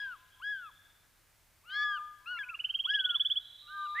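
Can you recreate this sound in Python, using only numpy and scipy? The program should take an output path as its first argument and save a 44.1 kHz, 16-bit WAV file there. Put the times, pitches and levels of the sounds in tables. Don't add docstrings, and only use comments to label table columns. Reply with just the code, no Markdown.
import sys
import numpy as np
from scipy import signal
from scipy.fft import rfft, irfft, next_fast_len
from scipy.io import wavfile
from scipy.ndimage import uniform_filter1d

SR = 44100
rng = np.random.default_rng(int(sys.argv[2]) if len(sys.argv) > 2 else 0)


def generate_wav(sig):
    pcm = np.round(np.clip(np.atleast_2d(sig).T, -1, 1) * 32767).astype(np.int16)
    wavfile.write(sys.argv[1], SR, pcm)


N = 176400

# time in seconds, pitch in Hz, level in dB, level of the octave in dB.
YELP_CURVES = [
    [(0, 1672, -40, -47), (.04, 1647, -39, -54), (.09, 1535, -41.5, -70), (.13, 1400, -45.5, -61),
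     (.15, 1230, -51, -83), (.167, 990, -64, -90)],
    [(.4, 980, -52.5, -82), (.414, 1107, -58.5, -72), (.425, 1476, -46.5, -55.5), (.45, 1652, -37.5, -48),
     (.512, 1694, -35, -50.5), (.56, 1580, -41, -57), (.615, 1458, -47, -73), (.664, 1292, -48, -60.5),
     (.692, 1184, -54, -78), (.708, 870, -65.5, -89)],
    [(1.635, 1067, -70, -87), (1.661, 1360, -63.5, -66.5), (1.71, 1527, -46.5, -47.5),
     (1.765, 1685, -34.5, -43.5), (1.83, 1711, -31, -42.5), (1.895, 1676, -34.5, -46),
     (1.95, 1586, -37, -46.5), (1.98, 1390, -47, -52.5), (2.0, 1080, -50, -82.5)],
    [(2.258, 1225, -54, -54), (2.273, 1388, -46, -45.5), (2.32, 1477, -36.5, -47), (2.36, 1406, -41.5, -47),
     (2.388, 1339, -45, -48)],
    [(2.388, 1738, -38.5, -48), (2.415, 1646, -36, -51.5), (2.45, 1448, -55.5, -66), (2.48, 1473, -48, -72),
     (2.52, 1370, -47, -77.5), (2.55, 1227, -49, -70), (2.565, 950, -73.5, -85)],
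    [(2.847, 932, -61, -88), (2.866, 1111, -49.5, -66.5), (2.873, 1400, -49, -58.5),
     (2.91, 1651, -33.5, -41), (2.95, 1708, -32.5, -44.5), (3.0, 1560, -38, -55.5),
     (3.03, 1494, -44.5, -67), (3.075, 1473, -39, -62.5), (3.155, 1371, -43.5, -57.5),
     (3.162, 1080, -55.5, -70), (3.185, 958, -71, -78.5)],
    [(3.675, 1368, -60.5, -67.5), (3.705, 1522, -49.5, -67), (3.745, 1591, -45.5, -66),
     (3.8, 1562, -46.5, -72), (3.85, 1540, -47.5, -63), (3.875, 1330, -56.5, -61)],
]
YELP_PAN_DB = [3.3, 3, 3, 3.2, 3, 3, -3]
YELP_THIRD_DB = [-13, -19, -18.5, -18, -25, -19.5, -26]
# start in seconds, length in seconds, level in dB, top pitch in Hz.
TRILL_CHIRPS = [(2.429, 0.021, -45, 2530), (2.485, 0.023, -40.5, 2666), (2.538, 0.021, -40, 2827),
                (2.589, 0.024, -35, 2982), (2.639, 0.024, -33, 3093), (2.689, 0.026, -33.5, 3156),
                (2.739, 0.025, -30, 3228), (2.787, 0.03, -30, 3255), (2.838, 0.029, -29, 3320),
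                (2.884, 0.034, -29.5, 3322), (2.935, .033, -28, 3340), (2.987, 0.029, -27.5, 3376),
                (3.038, .03, -27, 3420), (3.089, 0.032, -28, 3402), (3.142, 0.03, -26.5, 3442),
                (3.195, 0.031, -27, 3455), (3.247, 0.031, -26, 3458), (3.298, 0.035, -26.5, 3460),
                (3.354, 0.035, -27.5, 3417)]
# delay in seconds, level against the chirp in dB.
BRANCH_ECHOES = [(.006, -21.5), (.0135, -22), (.021, -20)]
# time in seconds, pitch in Hz, level before scattering in dB.
HOOT_CURVES = [
    [(0, 1011, -63), (.42, 1020, -72.5)],
    [(1.66, 1250, -76), (1.732, 1212, -52), (1.824, 1210, -39), (1.9, 1204, -39.5), (1.996, 1204, -40),
     (2.07, 1210, -45.5), (2.16, 1216, -60), (2.19, 1180, -74)],
    [(2.18, 973, -70), (2.22, 998, -63), (2.3, 1010, -74), (2.39, 1007, -57), (2.52, 1014, -70)],
    [(3.62, 1192, -73.5), (3.712, 1209, -51), (3.802, 1202, -38.5), (3.87, 1196, -39), (4.0, 1203, -41)],
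]
HOOT_PAN_DB, HOOT_OVERTONES_DB = [4, 3, 2.64, 2.8], [-36.5, -39, -43, -52, -40]
HOOT_SCATTER = [0.77, 0.02, 0.5, 0.024]
# time in seconds, pitch in Hz, level in dB.
SLUR_CURVES = [
    [(2.368, 1910, -57.5), (2.38, 2280, -48), (2.394, 2300, -50)],
    [(3.943, 1590, -64), (3.955, 1706, -39), (3.98, 1923, -36.5), (4.0, 2153, -29)],
]
SLUR_PAN_DB = [-5.5, -3]
# time in seconds, pitch in Hz, base level in dB.
SQUEAL_CURVE = [(1.692, 730, -66.5), (1.705, 898, -62), (1.722, 995, -64), (1.757, 1084, -54),
                (1.785, 1113, -59.5), (1.837, 1154, -55.5), (1.85, 1160, -77)]
SQUEAL_HARMONICS_DB = [-25.5, -3, -0.5, 0.5, -10.5]
# time in seconds, centre pitch in Hz, level in dB.
TWITTER_CURVES = [
    [(0, 3000, -63), (.2, 3150, -70), (.45, 3264, -80), (.8, 3330, -89)],
    [(.3, 3224, -72), (.6, 3380, -64.5), (.92, 3520, -71.5), (1.2, 3500, -99)],
    [(3.4, 3840, -64.5), (3.6, 3884, -57.5), (3.8, 3844, -57), (4.0, 3784, -55.5)],
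    [(3.4, 3550, -71), (4.0, 3613, -63)],
]
TWITTER_WIDTH_HZ = [940, 186, 200, 480]
# frequency in Hz, relative density in dB.
AIR_SPECTRUM = [(15, -26.5), (25, 3.5), (107, -8), (126, -7.5), (209, -13), (274, -14.5), (410, -15.5),
                (703, -14), (2170, -14), (3340, -18.5), (4150, -18.5), (15500, -21)]
# frequency in Hz, likeness of left and right from 0 to 1.
AIR_LIKENESS = [(100, .75), (250, .35), (600, .55), (1500, .9), (8000, .7), (12000, .93)]
# frequency in Hz, level in dB.
HUM_TONES = [(100, -79.5)]


def yelps():
    out = np.zeros((2, N))
    for curve, pan_db, third_db in zip(YELP_CURVES, YELP_PAN_DB, YELP_THIRD_DB):
        start, (hz, db, octave_db) = glide(curve)
        bright_db = octave_db - db + 0.011 * (hz - 1700)
        overtones_db = [octave_db - db, bright_db + third_db, bright_db - 33]
        tone = whistle(hz, db, overtones_db, jitter=0.003, shimmer_db=0.6)
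        rasp = amp(octave_db - 26.5) * noise_band(np.full(len(hz), 3150), width_hz=2800)
        add(out, start, tone + rasp, pan_db)
    return out


def trill():
    out = np.zeros((2, N))
    crest, droop = 0.72, 0.39
    for start, length, db, top_hz in TRILL_CHIRPS:
        progress = np.linspace(0, 1, round(length * SR))
        climb_hz = 690 - 0.28 * abs(top_hz - 3006)
        below_top = abs(1 - progress / crest) ** 1.66 * np.where(progress < crest, 1, droop)
        hz = top_hz - climb_hz * below_top
        swell = abs(np.sin(np.pi * progress ** 1.243)) ** 0.75
        overtones = sum(amp(db - 47.5) * swell ** k * noise_band(k * hz, width_hz=240) for k in (2, 3))
        chirp = swell * whistle(hz, db, [], jitter=0.0033, shimmer_db=1.55, edge_s=0.0015) + overtones
        add(out, start, chirp, pan_db=-3)
        for delay, echo_db in BRANCH_ECHOES:
            add(out, start + delay, amp(echo_db) * chirp, pan_db=-3)
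    return out


def hoots():
    out = np.zeros((2, N))
    for curve, pan_db, share in zip(HOOT_CURVES, HOOT_PAN_DB, HOOT_SCATTER):
        start, (hz, db) = glide(curve)
        direct = whistle(hz, db, HOOT_OVERTONES_DB, jitter=0.0004, shimmer_db=0.44, edge_s=0.0017)
        scattered = amp(db) * noise_band(hz, width_hz=16)
        add(out, start, (1 - share) * direct + share * scattered, pan_db)
    return out


def slurs():
    out = np.zeros((2, N))
    for curve, pan_db in zip(SLUR_CURVES, SLUR_PAN_DB):
        start, (hz, db) = glide(curve)
        rasp = amp(db - 17) * noise_band(hz, width_hz=900)
        tone = whistle(hz, db, overtones_db=[-37], jitter=0.0046, shimmer_db=0.5)
        add(out, start, tone + rasp, pan_db)
    return out


def squeal():
    out = np.zeros((2, N))
    start, (hz, db) = glide(SQUEAL_CURVE)
    for k, harmonic_db in enumerate(SQUEAL_HARMONICS_DB, 1):
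        tone = whistle(k * hz, db + harmonic_db, [], jitter=0.0069, shimmer_db=1.5)
        rasp = amp(db + harmonic_db - 6) * noise_band(k * hz, width_hz=250)
        add(out, start, tone + rasp, pan_db=2)
    return out


def twitter():
    out = np.zeros((2, N))
    for curve, width_hz in zip(TWITTER_CURVES, TWITTER_WIDTH_HZ):
        start, (hz, db) = glide(curve)
        flutter_db = 2 * wander(len(hz), rate_hz=35)
        level = amp(db + flutter_db) * signal.windows.tukey(len(hz), 0.04)
        add(out, start, level * noise_band(hz, width_hz), pan_db=-3)
    return out


def tree_echo(calls):
    low_t60_s, treble_t60_s, build_s = 1.41, 1.15, 0.011
    taps_per_s, spread, echo_db = 1500, 0.35, -20
    t = np.arange(2 * SR) / SR
    taps = rng.standard_normal((2, len(t))) * (rng.random((2, len(t))) < taps_per_s / SR)
    low = signal.sosfiltfilt(signal.butter(4, 2300, fs=SR, output="sos"), taps)
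    decay = low * amp(-60 * t / low_t60_s) + (taps - low) * amp(-60 * t / treble_t60_s)
    mid, side = decay * (1 - np.exp(-t / build_s))
    tails = np.array([mid + spread * side, mid - spread * side]) / np.linalg.norm(mid)
    return amp(echo_db) * signal.fftconvolve(calls, tails, axes=1)[:, :N]


def background():
    hz, t = np.fft.rfftfreq(N, 1 / SR), np.arange(N) / SR
    left, unrelated = rfft(rng.standard_normal((2, N))) * amp(at_frequency(AIR_SPECTRUM, hz))
    likeness = at_frequency(AIR_LIKENESS, hz)
    right = likeness * left + np.sqrt(1 - likeness ** 2) * unrelated
    air = amp(-67) * unit_rms(irfft(np.array([left, right]), N))
    hum = sum(amp(db) * unit_rms(np.sin(2 * np.pi * hum_hz * t + 0.86 * wander(N, rate_hz=9.5)))
              for hum_hz, db in HUM_TONES)
    return air + hum


def whistle(hz, db, overtones_db, jitter, shimmer_db, edge_s=0.0025):
    n = len(hz)
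    phase = 2 * np.pi * np.cumsum(hz * (1 + jitter * wander(n, rate_hz=180))) / SR
    tone = np.sin(phase) + sum(amp(level) * np.sin(k * phase) for k, level in enumerate(overtones_db, 2))
    fade = np.minimum(np.arange(n) / SR / edge_s, 1)
    return np.sqrt(2) * tone * amp(db + shimmer_db * wander(n, rate_hz=65)) * fade * fade[::-1]


def noise_band(hz, width_hz):
    phase, n = 2 * np.pi * np.cumsum(hz) / SR, len(hz)
    return wander(n, width_hz) * np.cos(phase) + wander(n, width_hz) * np.sin(phase)


def glide(curve, rounding_s=0.0087):
    times, *columns = np.transpose(curve)
    t = np.arange(times[0], times[-1], 1 / SR)
    lines = [np.interp(t, times, column) for column in columns]
    for _ in range(2):
        lines = uniform_filter1d(lines, round(rounding_s * SR), mode="nearest")
    return times[0], lines


def wander(size, rate_hz):
    n = next_fast_len(max(size, SR // 2))
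    lowpass = np.exp(-(np.fft.rfftfreq(n, 1 / SR) / rate_hz) ** 2)
    return unit_rms(irfft(rfft(rng.standard_normal(n)) * lowpass, n))[:size]


def add(mix, start_s, sound, pan_db):
    part = mix[:, round(start_s * SR):][:, :len(sound)]
    sides = amp([[pan_db / 2], [-pan_db / 2]])
    part += sides / sides.mean() * sound[:part.shape[1]]


def at_frequency(table, hz):
    table_hz, values = np.transpose(table)
    return np.interp(np.log(hz + 1), np.log(table_hz + 1), values)


def amp(db):
    return 10 ** (np.asarray(db) / 20)


def unit_rms(x):
    return x / np.sqrt(np.mean(x ** 2) + 1e-20)


def scene():
    calls = yelps() + hoots() + slurs() + squeal() + trill()
    return calls + tree_echo(calls) + twitter() + background()


def record(dry):
    lowpass = signal.firwin(511, cutoff=15550, window=("kaiser", 9), fs=SR)
    return signal.oaconvolve(dry, lowpass[None], "same")


dry = scene()
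out = record(dry)
generate_wav(out)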